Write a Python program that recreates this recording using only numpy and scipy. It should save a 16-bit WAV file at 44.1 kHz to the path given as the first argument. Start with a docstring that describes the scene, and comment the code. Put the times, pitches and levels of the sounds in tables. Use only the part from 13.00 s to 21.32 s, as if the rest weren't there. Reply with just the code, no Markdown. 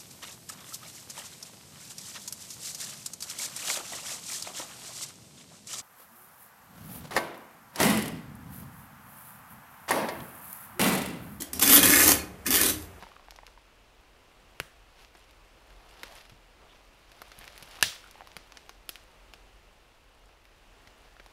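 """Twigs snap and loose sticks knock as a hiker shifts about on dry needles and leaves in a quiet forest.
Boots thud on soft ground, clothes rub and swish, and a hollow stick caves in with a pop. Then a dead
branch breaks with a loud crack that echoes among the trees, and smaller snaps follow. Each break is a
quick run of tearing fibres that makes the wood ring. Behind it all, air hushes faintly in the treetops."""
import sys
import numpy as np
from scipy import signal
from scipy.fft import rfft, irfft, next_fast_len
from scipy.io import wavfile

SR = 44100
rng = np.random.default_rng(int(sys.argv[2]) if len(sys.argv) > 2 else 0)


def wrap_up_sound(samples):
    """Save the sound to the file named by the first command line argument, as 16-bit audio."""
    columns = np.atleast_2d(samples).T
    # keep every value between -1 and 1, then stretch to whole-number steps
    tamed = np.clip(columns, -1, 1)
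    steps = np.round(tamed * 32767).astype(np.int16)
    wavfile.write(sys.argv[1], SR, steps)


N = 366912

# Twig snaps: t/s, wood level/dB, wood f/Hz, crack level/dB, top level/dB, splintering time/s
# (the bright crack and the even brighter top are set against the wood level)
TWIG_SNAPS = [(0.0252, -46.5, 1010, -18, -21, 0.0036), (0.3082, -54.5, 3270, 3, -5, 0.00052),
              (0.3618, -62, 2970, 5, -4, 0.0006), (0.467, -54.5, 2400, 0, -10, 0.0006),
              (2.0483, -58.5, 2800, -4, -19, 0.0008), (2.1503, -57.5, 950, -7, -18, 0.006),
              (2.31, -65, 2800, -2, -4, 0.001), (2.705, -59, 1300, -11, -14, 0.002),
              (3.033, -40.5, 1700, -6.5, -10, 0.004), (3.296, -57.5, 3140, -3, -9, 0.0055),
              (4.1182, -59, 2970, -3, -7, 0.00081), (4.2181, -44.3, 1110, -14, -8.5, 0.0028),
              (4.3175, -51.5, 1550, -4, -15, 0.0036), (4.389, -61.5, 3230, -1, 11.5, 0.0025),
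              (4.4117, -52.5, 1510, -15, -22, 0.0043), (4.442, -52.3, 1590, -8, -10, 0.0022),
              (4.4786, -47.3, 1770, -7, -14, 0.0007), (4.5782, -55, 2500, -1, 1, 0.0033),
              (4.6255, -51, 2970, -3, -1.5, 0.005), (4.811, -47, 3140, -10, -6, 0.001),
              (5.1112, -64.5, 3100, 8, 6.5, 0.0022), (5.2732, -51.5, 950, -7.5, -10, 0.0014),
              (5.3173, -58, 3230, -4, -23, 0.0007), (5.3666, -43, 1200, -6.5, -7.5, 0.003),
              (5.522, -52, 1100, -4, -15, 0.001), (5.5719, -50, 2300, -0.5, -16, 0.0025),
              (5.694, -47, 1060, -4.5, -13, 0.0018), (5.892, -40.5, 2900, -4, 1.5, 0.0025),
              (5.957, -46.5, 3120, -11, -13, 0.0005), (6.3366, -50, 2400, -5, -15, 0.0039),
              (7.454, -59, 2020, -11, -12.5, 0.0006), (7.8736, -55.5, 1610, -6, -18, 0.0037),
              (8.1982, -50.5, 1640, -14, -25, 0.0044), (8.262, -54.5, 1030, -7.5, -13, 0.0026)]
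HOLLOW_S, HOLLOW_DB = 1.6004, -30   # the hollow stick caves in
BREAK_S, BREAK_DB = 4.8263, -16   # the dead branch breaks


def from_db(db):
    """Turn decibels into a factor to multiply by."""
    return 10 ** (np.asarray(db) / 20)


def rms_one(x):
    """Scale a sound so that its average strength (rms) is 1."""
    return x / np.sqrt(np.mean(x ** 2) + 1e-20)


def burst_one(x):
    """Scale a short sound to the energy of 10 ms at rms 1."""
    return x * np.sqrt(.01 * SR / (np.sum(x ** 2) + 1e-20))


def add(track, s, sound):
    """Mix a sound into the track, starting at s seconds."""
    start = max(0, round(s * SR))
    part = sound[:max(0, N - start)]
    track[start:start + len(part)] += part


def band(x, low_hz, high_hz):
    """Keep the part of a sound that lies between two frequencies."""
    edges_hz = [low_hz, min(high_hz, .45 * SR)]
    return signal.sosfilt(signal.butter(2, edges_hz, "band", fs=SR, output="sos"), x)


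def resonate(x, hz, width_hz):
    """Make a sound ring at one pitch; a smaller width rings longer."""
    r = np.exp(-np.pi * width_hz / SR)
    feedback = [1, -2 * r * np.cos(2 * np.pi * hz / SR), r * r]
    return signal.lfilter(np.array([1, 0, -1]) * (1 - r * r) / 2, feedback, x)


def colour(x, spectrum):
    """Shape the lows and highs of a noise along a curve of (f/Hz, level/dB) points, at rms 1."""
    hz, db = np.transpose(spectrum)
    size = next_fast_len(len(x))
    bins_hz = np.maximum(np.arange(size // 2 + 1) * SR / size, 1)
    gain = from_db(np.interp(np.log(bins_hz), np.log(hz), db))
    return rms_one(irfft(rfft(x, size) * gain, size)[:len(x)])


def drift(per_s):
    """A curve that wanders to a new random value per_s times a second, at rms 1."""
    points = rng.standard_normal(4000)
    return rms_one(np.interp(np.arange(N) / SR * per_s, np.arange(len(points)), points))


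def fracture(splinter_s, splinters, litter, litter_s, size=3000):
    """One fibre gives way, the rest tear in a fading run, and the litter on the ground scatters it."""
    t = np.arange(size) / SR
    first_click = burst_one(1. * (t == 0))
    fibres = rng.standard_normal(size) * rng.exponential(1, size) * np.exp(-t / splinter_s)
    scatter = rng.standard_normal(size) * np.exp(-t / litter_s)
    return first_click + splinters * burst_one(fibres) + litter * burst_one(scatter)


def wood_ring(tones, force):
    """Breaking wood rings at all of its own pitches at once."""
    rings = ((-1) ** k * from_db(db) * np.sqrt(width) * burst_one(resonate(force, hz, width))
             for k, (hz, width, db) in enumerate(tones))
    return burst_one(sum(rings))


def forest_hush(air_db=-60.5, sway_db=1.15, rumble_hz=40.6, rumble_width_hz=17):
    """Air in the treetops swells gently, with a faint hiss and a far, low rumble."""
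    # Tone of the moving air: f/Hz, relative level/dB
    air_spectrum = [(35, -21), (65, -5), (100, -6.5), (150, -12), (220, -11.5), (350, -10), (520, -9),
                    (800, -10.5), (1200, -12.5), (1900, -15.5), (2750, -14.5), (3300, -18.5), (8000, -28.5),
                    (15500, -36)]
    air = from_db(air_db + sway_db * drift(1.914)) * colour(rng.standard_normal(N), air_spectrum)
    rumble = resonate(rng.standard_normal(N), rumble_hz, rumble_width_hz)
    rumble = from_db(-62) * rms_one(resonate(rumble, rumble_hz, rumble_width_hz))
    hiss = from_db(-77.5) * rms_one(band(rng.standard_normal(N), 2450, 2950))
    deep_rumble = from_db(-68) * rms_one(band(rng.standard_normal(N), 7.8, 48))
    return air + hiss + rumble + deep_rumble


def sound_to_trees():
    """Taken over all directions, each break heads for the trees as one plain pulse, dull or bright."""
    out, pulse = np.zeros(N), burst_one(signal.unit_impulse(256))
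    bands_hz = (800, 1900), (3200, 16000), (7500, 17000)
    dull, mid, bright = (burst_one(band(pulse, *edges)) for edges in bands_hz)
    for s, wood_db, _, crack_db, top_db, _ in TWIG_SNAPS:
        shape = from_db(-18) * dull - from_db(crack_db - 9) * mid + from_db(top_db - 8) * bright
        add(out, s, from_db(wood_db) * shape)
    add(out, HOLLOW_S, from_db(HOLLOW_DB - 18) * (dull + bright))
    add(out, BREAK_S, from_db(BREAK_DB - 10) * pulse)
    return out


def forest_echo(x, near_fade_s=0.34, far_fade_s=.75, far_db=-19, build_s=0.015, size=40000):
    """Countless trunks and boughs throw back a bright, smooth echo; far trees answer longer and duller."""
    # Tone of the echo from the trees: f/Hz, relative level/dB
    echo_spectrum = [(150, -20), (600, -8.5), (1100, -11), (1700, -1.5), (2400, -1.5), (3300, 4),
                     (4500, 1.5), (5500, 1), (7000, -4.5), (10000, -8.5), (13000, -15.5), (15000, -14)]
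    t = np.arange(size) / SR
    near = colour(rng.standard_normal(size), echo_spectrum) * from_db(-60 * t / near_fade_s)
    far = band(colour(rng.standard_normal(size), echo_spectrum), 297.3, 5000)
    far *= from_db(far_db - 60 * t / far_fade_s)
    echo = (1 - np.exp(-t / build_s)) * (near + far)
    return signal.fftconvolve(x, echo / np.sqrt(np.sum(echo ** 2)))[:N]


def cloth_swishes(width_share=0.15):
    """Cloth sliding over cloth gives a band of noise whose pitch follows the speed of the rub."""
    # Rubs of cloth: middle t/s, half length/s, level/dB, f/Hz, glide/(octaves per s)
    rubs = [(3.135, 0.034, -57, 790, 6.5), (2.4, .025, -65, 990, 4.5), (3.2, 0.021, -66, 1600, -8),
            (3.71, 0.024, -62.5, 3250, 3.5)]
    out, t = np.zeros(N), np.arange(-SR // 8, SR // 8) / SR
    for s, half_s, db, hz, glide in rubs:
        low_pass = signal.butter(2, width_share * hz, fs=SR, output="sos")
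        slow_noise = signal.sosfilt(low_pass, rng.standard_normal((2, len(t))))
        phase = 2 * np.pi * np.cumsum(hz * 2 ** (glide * t)) / SR
        rub = rms_one(slow_noise[0] * np.cos(phase) + slow_noise[1] * np.sin(phase))
        add(out, s + t[0], from_db(db) * np.exp(-.5 * (t / half_s) ** 2) * rub)
    return out


def effort(stir_db=-74.3):
    """Each move builds up and lets go; gives the base levels of scuffing and leaves over time, in dB."""
    # Steps and shifts of weight: strongest t/s, build/s, release/s, base scuff level/dB,
    # leaf level against the scuff/dB
    moves = [(0.02, 0.07, 0.2, -58, -2), (0.48, .08, .2, -66, -4), (2.03, 0.056, 0.04, -63, 5.5),
             (2.18, .03, 0.16, -68.5, 3.5), (2.8, .13, .12, -63, -10), (3.08, 0.22, 0.079, -56.5, -0.5),
             (3.17, 0.055, 0.081, -61, 8), (3.64, 0.045, .05, -60.5, -12), (3.73, .03, 0.17, -68.5, -0.5),
             (4.17, .08, 0.22, -62.5, -0.5), (4.44, 0.14, 0.16, -62, 1.5), (4.77, 0.39, 0.31, -59, 4.5),
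             (5.55, 0.16, .14, -65, 0), (6.02, 0.15, .12, -68, 1), (7.28, .25, .2, -68, -4),
             (8.05, .09, 0.12, -66.5, -2), (8.3, .09, .1, -68, 1)]
    t = np.arange(N) / SR
    scuff = leaves = from_db(stir_db) ** 2   # even standing still stirs the ground a little
    for s, build_s, release_s, db, leaf_db in moves:
        power = (from_db(db) * np.exp(-np.maximum((s - t) / build_s, (t - s) / release_s))) ** 2
        scuff = scuff + power
        leaves = leaves + power * from_db(leaf_db) ** 2
    return 10 * np.log10(scuff), 10 * np.log10(leaves)


def grains(per_s, spread_db, smooth):
    """Tiny random breaks of uneven size, on a smooth bed of ones too small to tell apart."""
    sizes = from_db(np.minimum(spread_db * rng.exponential(1, N), 17)) * rng.choice([-1, 1], N)
    return rms_one(sizes * (rng.random(N) < per_s / SR)) + smooth * rng.standard_normal(N)


def stalk_ticks(per_s=55, tick_db=-7.5, spread_db=2.0, pitches=8):
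    """Single stalks give way and stand out of the crunch, each ringing at one of a few pitches."""
    rings = np.zeros(N)
    for hz in np.geomspace(1500, 11000, pitches):
        sizes = from_db(spread_db * np.minimum(rng.exponential(1, N), 3))
        breaks = rng.random(N) < per_s / pitches / SR
        rings += resonate(sizes * breaks, hz, hz * .6) / np.sqrt(hz)
    force = fracture(.001, splinters=0.91, litter=.4, litter_s=.004)
    return from_db(tick_db) * rms_one(signal.fftconvolve(rings, force)[:N])


def rustle(scuff_boost_db=1.4, leaf_boost_db=1.33, firm_step_db=-61.5):
    """Cloth and soles rub dully while leaves and needles break in countless tiny grains."""
    # Dull tone of rubbing cloth and soles: f/Hz, relative level/dB
    scuff_spectrum = [(60, 2), (200, -4.5), (400, 1), (700, 5), (1200, 1), (2200, -12), (5000, -31.5),
                      (15000, -52.5)]
    # Crisp tone of dry leaves: f/Hz, relative level/dB
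    leaf_spectrum = [(400, -9.5), (1200, 0), (3000, 1), (5000, -3.5), (7500, -14.5), (10500, -24),
                     (15000, -31)]
    # Thin, high tone of dry needles: f/Hz, relative level/dB
    needle_spectrum = [(3000, -24), (6000, -3), (8000, -7.5), (10500, 1.5), (12500, -1.5), (15000, -11)]
    scuff_db, leaf_db = effort()
    needle_db = -71.5 + 1.1 * (leaf_db - firm_step_db)   # needles swell a bit more than leaves
    flicker = from_db(1.2 * drift(110))
    scuff = colour(grains(per_s=1100, spread_db=3.5, smooth=1.05), scuff_spectrum)
    leaves = colour(grains(per_s=2000, spread_db=4.0, smooth=0.76), leaf_spectrum) + stalk_ticks()
    needles = colour(grains(per_s=2000, spread_db=0.5, smooth=.6), needle_spectrum)
    return flicker * (from_db(scuff_db + scuff_boost_db) * scuff
                      + from_db(leaf_db + leaf_boost_db) * leaves
                      + from_db(needle_db) * needles)


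def boot_thuds(decay_s=0.007, crumble_share=0.52, crumble_s=.022, size=5000):
    """The springy ground answers a boot with a short, low thud, then the soil crumbles and settles."""
    # Boots pressing on soft ground: t/s, level/dB, f/Hz
    thuds = [(0.026, -45.5, 190), (1.6024, -38, 86), (3.319, -45, 104), (4.382, -47, 130),
             (4.623, -44.5, 110), (4.829, -36.5, 80), (4.862, -42.5, 104.3), (5.366, -48, 171)]
    out, t = np.zeros(N), np.arange(size) / SR
    for s, db, hz in thuds:
        push = np.sin(2 * np.pi * hz * t) * np.exp(-t / decay_s)
        settle = band(rng.standard_normal(size) * np.exp(-t / crumble_s), hz / 2, hz * 2)
        add(out, s, from_db(db) * (push + crumble_share * settle / np.max(np.abs(settle))))
    return out


def stick_knocks(overtone_ratio=2.3, overtone_db=-13, tap_db=-10, touch_loss_db=4, ring_q=5.5):
    """Sticks bump together: a dry tap, a short note as they bend, and a weaker, higher note."""
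    # Sticks rocking under a boot: t/s, level/dB, f/Hz, time between touches/s, number of touches
    knocks = [(0.0354, -46.5, 940, 0.032, 2), (0.1172, -52.5, 1170, .03, 1),
              (0.1652, -50.5, 1060, 0.031, 3), (0.2846, -49.5, 880, 0.037, 3), (0.3881, -47, 840, 0.045, 3),
              (0.576, -53.5, 955, .03, 1), (4.788, -51, 1230, .03, 1), (4.926, -52, 1280, .03, 1),
              (5.041, -51.5, 1400, .0212, 3), (5.1555, -52.5, 850, 0.026, 2), (5.2077, -45, 786, .011, 2),
              (8.167, -56, 1380, .03, 1)]
    out = np.zeros(N)
    for s, db, hz, gap_s, touches in knocks:
        for k in range(round(touches)):
            push = band(fracture(.0014, splinters=.7, litter=.3, litter_s=.007), 350, 2200)
            low, high = (burst_one(resonate(push, f, f / ring_q)) for f in (hz, hz * overtone_ratio))
            knock = burst_one(low + from_db(overtone_db) * high + from_db(tap_db) * burst_one(push))
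            add(out, s + k * gap_s, from_db(db - k * touch_loss_db) * knock)
    return out


def trunk_bounce(x, delay_s=.0056, bounce_db=-15):
    """A fallen trunk a metre behind the boots throws each small snap back once."""
    out = x.copy()
    add(out, delay_s, from_db(bounce_db) * x)
    return out


def twig_snaps(ring_q=1.9, ring_share=0.4, usual_splinter_s=0.0026):
    """Each snap rings briefly in its twig, with a low push below it and a bright crack above."""
    out = np.zeros(N)
    for s, wood_db, hz, crack_db, top_db, splinter_s in TWIG_SNAPS:
        # a tougher twig breaks more slowly, splinters more and pushes harder
        toughness = splinter_s / usual_splinter_s
        push_db = -10.5 + 7.5 * np.log2(toughness)
        force = fracture(splinter_s, splinters=toughness, litter=0.375, litter_s=0.007)
        twig = burst_one(force) + ring_share * burst_one(resonate(force, hz, hz / ring_q))
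        wood = burst_one(band(twig, min(1150, 0.72 * hz), 3100))
        push = from_db(push_db) * burst_one(band(force, 210, 680))
        crack = from_db(crack_db) * burst_one(band(force, 3700, 6460))
        top = from_db(top_db) * burst_one(band(force, 9500, 13300))
        add(out, s, from_db(wood_db) * (wood - push - crack + top))
    return out


def hollow_stick(bounce_delay_s=0.0048, bounce_db=-13):
    """A hollow, half-rotten stick caves in: one clean pop, and a faint bounce off the ground follows."""
    # Pitches at which the hollow stick rings: f/Hz, width/Hz, relative level/dB
    stick_tones = [(262, 160, -8.5), (553, 170, 0), (1400, 470, -1), (2290, 770, 0), (2880, 420, 1.5),
                   (4570, 1400, -13), (6440, 1700, -15.5), (11300, 3100, -17)]
    out = np.zeros(N)
    pop = wood_ring(stick_tones, fracture(0.00068, splinters=0.59, litter=0.3, litter_s=0.0078))
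    ground_bounce = wood_ring(stick_tones, fracture(.0015, splinters=0.98, litter=0.3, litter_s=.007))
    add(out, HOLLOW_S, from_db(HOLLOW_DB) * pop)
    add(out, HOLLOW_S + bounce_delay_s, from_db(HOLLOW_DB + bounce_db) * ground_bounce)
    return out


def branch_break(thump_db=-22, strands_s=4.8391, strands_db=-17):
    """A thick dead branch breaks in a dense run of tearing fibres, and the last strands follow."""
    # Pitches at which the dead branch rings: f/Hz, width/Hz, relative level/dB
    branch_tones = [(650, 140, -9), (1760, 190, 3.5), (2450, 400, -3.5), (3000, 300, 0), (3950, 450, -6),
                    (4700, 230, -2), (6170, 270, -4), (7540, 350, -8), (7900, 400, -12), (8400, 770, -13),
                    (9870, 790, -7.5), (11470, 1000, -10.5), (12730, 830, -14.5)]
    out = np.zeros(N)
    force = fracture(.002, splinters=.85, litter=.45, litter_s=.011)
    thump = from_db(thump_db) * burst_one(band(force, 160, 760))
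    add(out, BREAK_S, from_db(BREAK_DB) * (wood_ring(branch_tones, force) + thump))
    strands = band(fracture(.001, splinters=.8, litter=.4, litter_s=.008), 2400, 5000)
    add(out, strands_s, from_db(BREAK_DB + strands_db) * burst_one(strands))
    return out


def scene():
    """Breaking wood and its echo, the hiker's movement, and the forest behind, in one channel."""
    wood = trunk_bounce(twig_snaps()) + stick_knocks() + hollow_stick() + branch_break()
    echo = forest_echo(sound_to_trees())
    hiker = boot_thuds() + rustle() + cloth_swishes()
    return (wood + echo + hiker + forest_hush())[None]


def record(dry, cutoff_hz=15600):
    """A mono microphone that steeply cuts off the highest treble."""
    return signal.sosfilt(signal.ellip(10, .1, 70, cutoff_hz, fs=SR, output="sos"), dry)


dry = scene()
out = record(dry)
wrap_up_sound(out)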